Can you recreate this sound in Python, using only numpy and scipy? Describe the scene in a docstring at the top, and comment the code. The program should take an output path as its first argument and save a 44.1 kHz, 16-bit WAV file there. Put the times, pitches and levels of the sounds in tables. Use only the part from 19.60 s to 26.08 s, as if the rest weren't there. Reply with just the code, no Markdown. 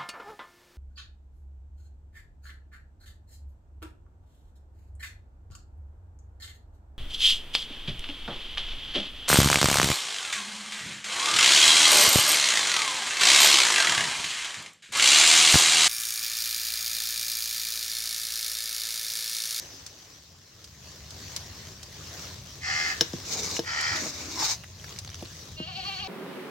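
"""Stew simmering over a wood fire

A big metal pot of stew simmers in a village yard: noise bursts make its hiss, rumble and cracking twigs.
A ladle knocks (fading sine tones) and stirs, washing broth up the hot wall, where shaped noise sizzles.
Then it lifts and drips, each drop a puff of noise and a tiny ringing bubble.
A crow caws twice and a goat starts a quavering bleat, both pulses and air through throat resonances;
a faint far call is one sinking tone. The yard walls answer with echoes."""
import sys
import numpy as np
from scipy import signal
from scipy.fft import rfft, irfft, next_fast_len
from scipy.io import wavfile
from scipy.ndimage import uniform_filter1d, map_coordinates

SR = 44100
rng = np.random.default_rng(int(sys.argv[2]) if len(sys.argv) > 2 else 0)


def to_wav(sig):
    """Store sig (one row per channel, or 1-D mono) as 16-bit WAV at the path in sys.argv[1].

    Samples outside -1..1 are clipped; the rate is SR.
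    """
    pcm = np.clip(np.atleast_2d(sig), -1, 1) * 32767
    pcm = np.round(pcm).astype(np.int16)
    wavfile.write(sys.argv[1], SR, pcm.T)  # frames by channels


N = 285568  # length of the scene in samples


def amp(db):
    """Decibels to gain."""
    return 10 ** (np.asarray(db) / 20)


def unit(x):
    """Scaled to rms 1."""
    return x / np.sqrt(np.mean(x ** 2) + 1e-20)


def clock():
    """The time of every sample, in seconds."""
    return np.arange(N) / SR


def along(points, hz):
    """Read (frequency, value) points at hz, on a log frequency axis."""
    f, v = np.transpose(points)
    return np.interp(np.log(hz + 1), np.log(f + 1), v)


def curves(rows):
    """One value per sample for each column after the time."""
    s, *cols = np.transpose(rows)
    return [np.interp(clock(), s, c) for c in cols]


def wobble(rate):
    """A smooth random curve with rate knots a second."""
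    knots = rng.standard_normal(int(N * rate / SR) + 4)
    return map_coordinates(knots, [np.arange(N) * rate / SR])


def envelope(start, length, attack, release):
    """A smooth rise from start, a hold until length has passed, then a smooth fall."""
    t = clock() - start
    ramp = np.minimum(t / attack, 1 - (t - length) / release)
    return np.sin(np.pi / 2 * np.clip(ramp, 0, 1)) ** 2


def swell(s, width):
    """A bell-shaped push that reaches 1 at time s."""
    return np.exp(-np.minimum(((clock() - s) / width) ** 2, 20))


def filtered(x, response):
    """x times a complex response of frequency."""
    m = next_fast_len(N + SR // 2)
    return irfft(rfft(x, m) * response(np.fft.rfftfreq(m, 1 / SR)), m)[..., :N]


def coloured(x, spectrum):
    """x through a causal filter with the given (frequency [Hz], gain [dB]) shape."""
    size = 4096
    cepstrum = irfft(np.log(amp(along(spectrum, np.fft.rfftfreq(size, 1 / SR))) + 1e-6))
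    # folding the cepstrum makes the filter respond as early as it can
    cepstrum[1:size // 2] *= 2
    cepstrum[size // 2 + 1:] = 0
    impulse = irfft(np.exp(rfft(cepstrum)))
    return filtered(x, lambda hz: rfft(impulse, next_fast_len(N + SR // 2)))


def add(track, s, sound):
    """Mix a sound in at time s."""
    part = track[..., round(s * SR):][..., :sound.shape[-1]]
    part += sound[..., :part.shape[-1]]


def burst(t, t60):
    """A stereo puff of noise that falls by 60 dB within t60 seconds."""
    return rng.standard_normal((2, len(t))) * amp(-60 * t / t60)


# how alike left and right sound: (frequency [Hz], likeness [0-1])
LIKENESS = [(60, 0.99), (130, 1), (290, 0.84), (640, 0.8), (1400, 0.36), (6000, 0.28), (15000, 0.15)]


def spread(pair):
    """Two unrelated signals to left and right: alike in the bass, apart in the treble."""
    def turn(hz):
        return np.arccos(np.clip(along(LIKENESS, hz), -1, 1)) / 2
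    mid, side = filtered(pair, lambda hz: np.array([np.cos(turn(hz)), np.sin(turn(hz))]))
    return np.array([mid + side, mid - side])


def bubbling(spectrum, rate, pop_db, patchy_db):
    """Countless tiny bursts merge to a patchy rush; rate a second stand out as single pops."""
    z = signal.stft(rng.standard_normal((2, N)), nperseg=512)[2]
    # random patches, smoothed over frequency and then over time
    field = uniform_filter1d(rng.standard_normal(z.shape[1:]), size=5, axis=0)
    field = uniform_filter1d(field, size=8, axis=1)
    rush = signal.istft(z * amp(patchy_db * unit(field)), nperseg=512)[1][:, :N]
    pops = (rng.random((2, N)) < rate / SR) * rng.standard_normal((2, N))
    return unit(coloured(spread(unit(rush) + amp(pop_db) * unit(pops)), spectrum))


# how long the yard's echo tail takes to fall by 60 dB: (frequency [Hz], time [s])
YARD_TAIL = [(200, 0.13), (2000, 0.33), (10000, 0.013)]


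def yard(x, wet_db, walls_db, farthest=.012):
    """Direct sound, a few echoes off near walls and a short tail, different at each ear."""
    hz, t, z = signal.stft(rng.standard_normal((2, SR // 3)), SR, nperseg=256)
    tail = signal.istft(z * amp(-60 * t / along(YARD_TAIL, hz)[:, None]), SR, nperseg=256)[1]
    echo = amp(wet_db) * tail / np.linalg.norm(tail[0])
    for ear in echo:
        arrivals = (rng.uniform(.0005, farthest, size=8) * SR).astype(int)
        ear[arrivals] += amp(walls_db) * rng.choice([-1, 1], size=8) / np.sqrt(8)
    echo[:, 0] += 1  # the direct sound
    return signal.fftconvolve(np.atleast_2d(x), echo / np.linalg.norm(echo[0]), axes=1)[:, :N]


def voice(pitch, jitter):
    """One pulse per cycle of a vibrating membrane, and the air that rushes through as it opens."""
    phase = 2 * np.pi * np.cumsum(pitch * (1 + jitter * wobble(150))) / SR
    order = np.floor(SR / 2 / pitch.max()) - 1  # as many harmonics as fit
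    cycle = (phase / np.pi + 1) % 2 / 2 - .5
    pulses = np.sinc((2 * order + 1) * cycle) / np.sinc(cycle)
    air = rng.standard_normal(N) * np.exp(0.11 * np.cos(phase))
    return unit(pulses - pulses.mean()), unit(air)


def blend(pulses, air, rough):
    """Mix pulses and air so that a share rough of the power is air."""
    share = np.clip(rough, 0, 1)
    return np.sqrt(1 - share) * pulses + np.sqrt(share) * air


def resonances(modes, broad_hz, low_db):
    """The shape of a set of steep-sided resonances; broad_hz widens all, low_db lifts the lowest."""
    hz = np.geomspace(50, 20000, num=600)
    power = 0
    for centre, width, db in modes:
        power = power + amp(db) ** 2 / (1 + ((hz - centre) / (width + broad_hz)) ** 2) ** 2
    return np.transpose([hz, 10 * np.log10(power) + along([(1200, low_db), (1700, 0)], hz)])


FAR_START_S, FAR_LENGTH_S, FAR_FADE_S = 4.32, 0.25, 0.045
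FAR_HZ, FAR_SAG_HZ_PER_S, FAR_DB = 642, 175, -51.5  # first pitch, how fast it sinks, level


def far_call():
    """Only the lowest partial of a distant call carries this far: a faint tone that sinks in pitch."""
    since = np.clip(clock() - FAR_START_S, 0, 1)
    tone = unit(np.sin(2 * np.pi * np.cumsum(FAR_HZ - FAR_SAG_HZ_PER_S * since) / SR))
    level = amp(FAR_DB) * envelope(FAR_START_S, FAR_LENGTH_S, FAR_FADE_S, FAR_FADE_S)
    return yard(level * tone, wet_db=-10, walls_db=-10)


# how strongly the pot hisses and rumbles:
# (time [s], hiss level [dB], rumble level [dB]), before flicker and left-right balance
BOIL_LEVELS = [(0.0, -45.5, -52), (0.35, -51, -58), (0.9, -56, -58), (1.26, -46, -50), (1.9, -44, -48),
               (4.6, -42.5, -48.5), (5.05, -47.5, -47.5), (6.48, -47, -46)]
# tone of the fine bubbles: (frequency [Hz], relative level per Hz [dB])
HISS_TONE = [(150, -35), (250, -0.5), (298, -1.5), (393, -0.5), (444, -2.5), (618, -2.5), (831, -6.5),
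             (1140, -4), (1330, -7.5), (1850, -4.5), (2320, -7), (6040, 0.5), (9490, -19), (15200, -16.5),
             (16000, -12.5)]
# tone of the fire and boil: (frequency [Hz], relative level per Hz [dB])
RUMBLE_TONE = [(15, -36), (25, -47), (41, -17), (86, 2.5), (118, -5), (151, -4.5), (206, -11.5), (292, -28),
               (400, -24.5), (520, -46), (880, -120)]


def simmer():
    """Fine bubbles hiss at the pot's rim over the rumble of fire and boil."""
    hiss_db, rumble_db = curves(BOIL_LEVELS)
    hiss = bubbling(HISS_TONE, rate=350, pop_db=-6.0, patchy_db=2.5)
    hiss = amp(hiss_db + 2.34 * wobble(6.8)) * hiss
    rumble = bubbling(RUMBLE_TONE, rate=37, pop_db=-31.0, patchy_db=1.0)
    rumble = amp(rumble_db + 0.53 * wobble(22)) * rumble
    return (hiss + rumble) * amp([[.7], [-.7]])  # slightly to the left


# cracks of burning twigs: (time [s], relative level [dB])
TWIG_CRACKS = [(0.264, -35.5), (1.0425, -42.5), (1.5054, -40), (1.7631, -27.5), (2.23, -37.5),
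               (4.2094, -31), (4.8246, -46), (5.3877, -33)]
# tone of a crack: (frequency [Hz], filter gain [dB])
SNAP_TONE = [(200, -36), (900, 8.5), (2500, 9.5), (4500, 21.5), (6500, 20), (9000, 9.5), (16000, -2)]


def twigs():
    """Wood splits in the fire with a dry snap: a very short puff of noise."""
    out, t = np.zeros((2, N)), np.arange(SR // 8) / SR
    for s, db in TWIG_CRACKS:
        add(out, s, amp(db - 10.5) * burst(t, 0.048))
    return coloured(spread(out), SNAP_TONE)


# the goat's throat: (resonance [Hz], basic width [Hz], relative level [dB])
GOAT_RESONANCES = [(735, 10, -1.5), (1160, 9, -6), (1840, 40, -10.5), (2440, 17, -3), (2836, 12, 4),
                   (3070, 41, -1), (4080, 37, -7), (4360, 62, 2), (4800, 32, -21), (5070, 65, -15)]
# quavers of the bleat: (time [s], pitch lift [Hz])
PITCH_QUAVERS = [(6.09, 53.2), (6.182, 41.6), (6.274, 44.7), (6.329, 34.17), (6.416, 60.4), (6.485, 31.47)]
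QUAVER_S = .027  # width of each bell-shaped quaver, from its middle to 1/e
BLEAT_START_S, BLEAT_ATTACK_S, BLEAT_DB = 5.955, 0.04, -31  # level before the mouth's effect
OPEN_S, OPENING_S = 6.3, .32  # the mouth is wide open at this time, after opening for this long
# pitch under the quavers, closed and open; a closed mouth is softer than an open one by CLOSED_DB
CLOSED_HZ, OPEN_HZ, CLOSED_DB = 310.5, 360.6, -6.5
# share of air on a steady pitch, and the pitch speed that would leave only air
BLEAT_ROUGH, ROUGH_SWING_HZ_PER_S = .06, 6500


def goat():
    """A bleat that rises as the mouth opens and quavers on top; it turns rough while the pitch swings."""
    opening = envelope(OPEN_S - OPENING_S, N / SR, OPENING_S, OPENING_S)
    quaver = sum(lift * swell(s, QUAVER_S) for s, lift in PITCH_QUAVERS)
    pitch = CLOSED_HZ + (OPEN_HZ - CLOSED_HZ) * opening + quaver
    # nearly clean on a steady pitch; the faster the pitch moves, the more air
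    rough = BLEAT_ROUGH + np.abs(np.gradient(pitch)) * SR / ROUGH_SWING_HZ_PER_S
    pulses, air = voice(pitch, jitter=.006)
    # every quaver pushes harder as the pitch rises
    push = pitch / uniform_filter1d(pitch, size=SR // 10) - 1
    cry = np.zeros(N)
    for formant in GOAT_RESONANCES:
        # the trembling throat makes each resonance flutter on its own; the low ones stay clear
        flutter = amp(20 * push + 2.6 * wobble(55))
        source = blend(pulses, air, rough * min(formant[0] / 2000, 1))
        cry += flutter * coloured(source, resonances([formant], broad_hz=142, low_db=2.5))
    # weak fundamental, little treble
    cry = coloured(cry, [(380, -12.5), (620, -5.5), (5300, -2.5), (7000, -10), (11000, -25)])
    sounding = envelope(BLEAT_START_S, N / SR, BLEAT_ATTACK_S, BLEAT_ATTACK_S)
    level = amp(BLEAT_DB + CLOSED_DB * (1.5 - opening)) * sounding
    cry = cry / cry[sounding > 0].std() * level
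    return yard(cry, wet_db=-11, walls_db=-6, farthest=.006)


# the crow's throat in each caw: (resonance [Hz], basic width [Hz], relative level [dB])
FIRST_CAW_THROAT = [(770, 7, -14), (1210, 17, -13.5), (1410, 64, -12), (1763, 27, 1.5), (1900, 10, -6),
                    (2094, 16, 0.5), (2500, 75, -11), (2930, 56, -17)]
SECOND_CAW_THROAT = [(640, 16, -25), (810, 56, -15.5), (940, 22, -23), (1375, 40, -4.5), (1850, 71, 2),
                     (2090, 27, -7.5), (2335, 48, -5), (2880, 20, -24), (3110, 30, -12.5)]
# tone of the airy upper part of a caw: (frequency [Hz], relative level per Hz [dB])
RASP_TONE = [(1940, -34), (3300, -6.5), (3470, -14.5), (4000, -10), (4310, 0), (5350, -0.5), (6480, -9),
             (6960, -7), (9460, -31), (11000, -45), (14300, -54), (22000, -120)]
# (start [s], length [s], time of greatest effort [s], width of that push [s],
#  top pulse rate [Hz], least roughness [0-1], voice level at full effort [dB], rasp level likewise [dB])
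CAW_CALLS = [(2.995, 0.316, 3.195, .15, 80.64, 0.04, -28.5, -31.5),
             (4.02, 0.34, 4.255, .135, 76.7, 0.2, -29.5, -32)]
CAW_ATTACK_S, CAW_RELEASE_S = 0.077, 0.051
SLACK_SAG_HZ, SLACK_ROUGH = 9.5, 0.55  # a slack throat beats slower and hoarser
SLACK_VOICE_DB, SLACK_RASP_DB = -5, -6  # a slack throat is also softer


def caw(row, throat, broad_hz):
    """Slow pulses ring the throat, with mostly air above; effort makes it faster, clearer and louder."""
    start, length, peak_s, width, top_hz, least_rough, voice_db, rasp_db = row
    slack = 1 - swell(peak_s, width)
    rough = least_rough + (SLACK_ROUGH - least_rough) * slack
    pulses, air = voice(top_hz - SLACK_SAG_HZ * slack, jitter=.002)
    body = unit(coloured(blend(pulses, air, rough), resonances(throat, broad_hz, low_db=3.5)))
    rasp = unit(coloured(blend(pulses, air, rough + 0.76), RASP_TONE))
    level = envelope(start, length, CAW_ATTACK_S, CAW_RELEASE_S) * amp(0.46 * wobble(78))
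    body = amp(voice_db + SLACK_VOICE_DB * slack) * body
    rasp = amp(rasp_db + SLACK_RASP_DB * slack) * rasp
    return level * (body + rasp)


def crow():
    """Two caws, the second lower and hoarser, echoing off the walls."""
    first = caw(CAW_CALLS[0], FIRST_CAW_THROAT, broad_hz=51.4)
    second = caw(CAW_CALLS[1], SECOND_CAW_THROAT, broad_hz=79)
    return yard(first + second, wet_db=-7.5, walls_db=-2)


# sound from across the yard: (frequency [Hz], phase by which left leads right [radians])
LEFT_LEAD = [(500, 0.4), (1300, 2), (2200, 0.91), (4400, 1.65), (5600, 0.41)]


def from_aside(pair):
    """A call from across the yard meets the two microphone ports out of step."""
    return filtered(pair, lambda hz: np.exp(.5j * along(LEFT_LEAD, hz) * np.array([[1], [-1]])))


# drops and splats: (time [s], relative level [dB], starting pitch [Hz])
DROPS = [(3.967, -19, 2800), (5.037, -33.5, 2700), (5.042, -33.5, 1900), (5.243, -29.5, 1700),
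         (5.293, -33, 6440), (5.325, -31, 4550), (5.362, -32, 4930), (5.448, -29.5, 6140),
         (5.476, -27.5, 4330), (5.501, -33, 5810), (5.544, -26, 5940), (5.613, -37, 556), (5.625, -28, 630),
         (5.654, -34, 3980)]
TRICKLE_START_S, TRICKLE_S = 5.17, .5
TRICKLE_DB = -39  # level of the softest trickle drop, on the scale of the drops above


def drips():
    """Each drop splats on the broth and rings a tiny bubble; a fine trickle follows the lifted ladle."""
    out, t = np.zeros((2, N)), np.arange(SR // 16) / SR
    bubbles = np.zeros(N)
    trickle = []
    for when, size, small in rng.random((14, 3)):
        trickle.append((TRICKLE_START_S + TRICKLE_S * when, TRICKLE_DB + 5 * size, 1800 * 3.73 ** small))
    for s, db, pitch in list(DROPS) + trickle:
        splat = burst(t, .016)
        # low-pitched drops splat with a duller body
        body = signal.lfilter(*signal.butter(2, np.clip(pitch, 300, 7000), fs=SR), splat)
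        add(out, s, amp(db - 8.5) * splat + amp(db - 10) * body / body[:, :SR // 200].std())
        # the bubble's pitch rises as it rings
        ring = np.sin(2 * np.pi * pitch * t * (1 + 6 * t))
        add(bubbles, s, amp(db - 2 - 60 * t / .012) * ring)
    splats = coloured(spread(out), [(150, -7), (600, -9.0), (6500, -1.5), (9000, -1), (15000, -11)])
    return splats + yard(bubbles, wet_db=-16, walls_db=-8)


# tone of the hot wall: (frequency [Hz], relative level per Hz [dB])
SIZZLE_TONE = [(820, -29), (1400, -8.5), (1700, -15), (2260, -2), (2630, -7.5), (2950, -7.5), (3330, -9.5),
               (3690, 1), (6390, 5.5), (10500, -22.5), (13500, -16.5), (16000, -18)]
# tone of the broth as it is pushed, turned and scooped: (frequency [Hz], relative level per Hz [dB])
PUSH_TONE = [(88, -49), (150, -2), (360, -4.5), (431, 2), (611, -6), (969, -3), (1550, -13), (1920, -14),
             (2200, -29), (2860, -44), (4840, -120)]
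TURN_TONE = [(88, -32), (150, -8), (329, 5), (390, -4), (597, -7.5), (1200, -8), (2200, -7), (2860, -10),
             (4840, -120)]
SCOOP_TONE = [(88, -43), (150, -18), (254, -10), (315, -7.5), (403, -11), (611, -11.5), (960, 1.5),
              (1300, -9.5), (2200, -8), (2860, -38), (4840, -120)]
# sweeps of the ladle: (start [s], length [s], sizzle rise [s],
#  sizzle level [dB], slosh level [dB]), before flicker and left-right balance
LADLE_SWEEPS = [(3.621, 0.33, 0.089, -33, -41.5), (4.287, .18, 0.11, -34.5, -40),
                (4.41, 0.333, 0.15, -41, -44.5), (4.729, 0.18, 0.13, -27.5, -36.5)]
SWEEP_RELEASE_S = 0.067
SLOSH_PEAK, SLOSH_WIDTH = 0.67, 0.45  # when the broth moves most, and for how long (shares of a sweep)


def stirring():
    """Each sweep of the ladle pushes a wave of broth, and the hot wall sizzles while it is wetted."""
    sizzle = bubbling(SIZZLE_TONE, rate=1500, pop_db=-2, patchy_db=3.2)
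    out = np.zeros((2, N))
    tones = [PUSH_TONE, TURN_TONE, TURN_TONE, SCOOP_TONE]
    for (start, length, rise, sizzle_db, slosh_db), tone in zip(LADLE_SWEEPS, tones):
        wave = swell(start + SLOSH_PEAK * length, SLOSH_WIDTH * length) ** .5
        wave = wave * envelope(start, length, SWEEP_RELEASE_S, SWEEP_RELEASE_S)
        slosh = wave * bubbling(tone, rate=130, pop_db=-7, patchy_db=3.0)
        wetting = envelope(start, length, rise, SWEEP_RELEASE_S) * amp(2.3 * wobble(55))
        out += amp(sizzle_db) * wetting * sizzle + amp(slosh_db) * slosh
    return out * amp([[.8], [-.8]])  # slightly to the left


# the ladle strikes the pot wall: (time [s], relative level [dB])
WALL_STRIKES = [(3.4096, -8), (3.5333, -34), (3.993, -21.5)]
# ringing tones of the steel: (frequency [Hz], relative level [dB],
#  time to fall by 60 dB if nothing damped it sooner [s])
STEEL_TONES = [(1010, -15, 0.047), (1600, -4.5, 0.096), (3000, 1.5, 0.032), (3741, -28, 0.095),
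               (3890, 10, 0.0079), (4440, -6, 0.03), (5206, 9, 0.029), (5430, 10, 0.005), (5720, 2.5, 0.03),
               (5940, -22, 0.064), (6360, -2, 0.038), (6950, -3, 0.029)]
# dull knocks under the broth: (time [s], relative level [dB], favoured pitch [Hz])
BROTH_KNOCKS = [(3.413, -19, 440), (3.537, -22.5, 180), (3.992, -18, 500), (4.461, -29.5, 358),
                (5.626, -29.5, 228), (6.002, -25.5, 167)]
# ringing tones of the full pot: (frequency [Hz], relative level [dB], time to fall by 60 dB [s])
POT_TONES = [(196, 6.5, 0.033), (258, -2.5, 0.088), (336, 7.5, 0.066), (468, 9.5, 0.058), (630, 4.5, 0.04),
             (890, 1, 0.059), (1210, -24, .04)]
RING_HZ = 1590  # a faint tone rings on after a blow


def ladle():
    """Steel clacks on the wall; the full pot answers with a damped, hollow knock."""
    clack, knock, t = np.zeros((2, N)), np.zeros(N), np.arange(SR // 3) / SR
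    for s, db in WALL_STRIKES:
        ring = np.zeros(len(t))
        for hz, g, t60 in STEEL_TONES:
            fade = amp(g - 60 * t / min(t60, .028))  # no tone rings longer than this
            ring += fade * np.sin(2 * np.pi * (hz * t + rng.random()))
        ring = ring / ring[:SR // 200].std()
        after_ring = amp(-36 - 60 * t / .22) * np.sin(2 * np.pi * RING_HZ * t)
        add(clack, s, amp(db - 12) * (ring + after_ring + amp(-5) * burst(t, 0.054)))
    for s, db, pitch in BROTH_KNOCKS:
        ring = np.zeros(len(t))
        for hz, g, t60 in POT_TONES:
            # tones near the favoured pitch are loudest: a softer contact favours the lower ones
            favour = -8.4 * np.log2(hz / pitch) ** 2
            ring += amp(g + rng.normal(0, 1) + favour - 60 * t / t60) * np.sin(2 * np.pi * hz * t)
        add(knock, s, amp(db + 2.0) * ring / np.abs(ring).max())
    knock = coloured(knock, [(40, -83), (130, 1.5)])  # the pot is too small to radiate deep bass
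    clack = coloured(clack, [(7000, 6), (9000, -3), (12000, 0)])
    clack = yard(clack, wet_db=-14.0, walls_db=-33) * amp([[2], [-2]])  # to the left
    return clack + yard(knock, wet_db=-15.0, walls_db=-19.5)


def scene():
    """The hearth close by, the animals across the yard."""
    animals = from_aside(goat() * amp([[.9], [-.9]]) + crow())
    hearth = simmer() + twigs() + drips() + stirring() + ladle()
    return far_call() + animals + hearth


TOP_HZ = 16000


def record(dry):
    """The microphone keeps nothing above its band limit."""
    return filtered(dry, lambda hz: hz < TOP_HZ)


dry = scene()
out = record(dry)
to_wav(out)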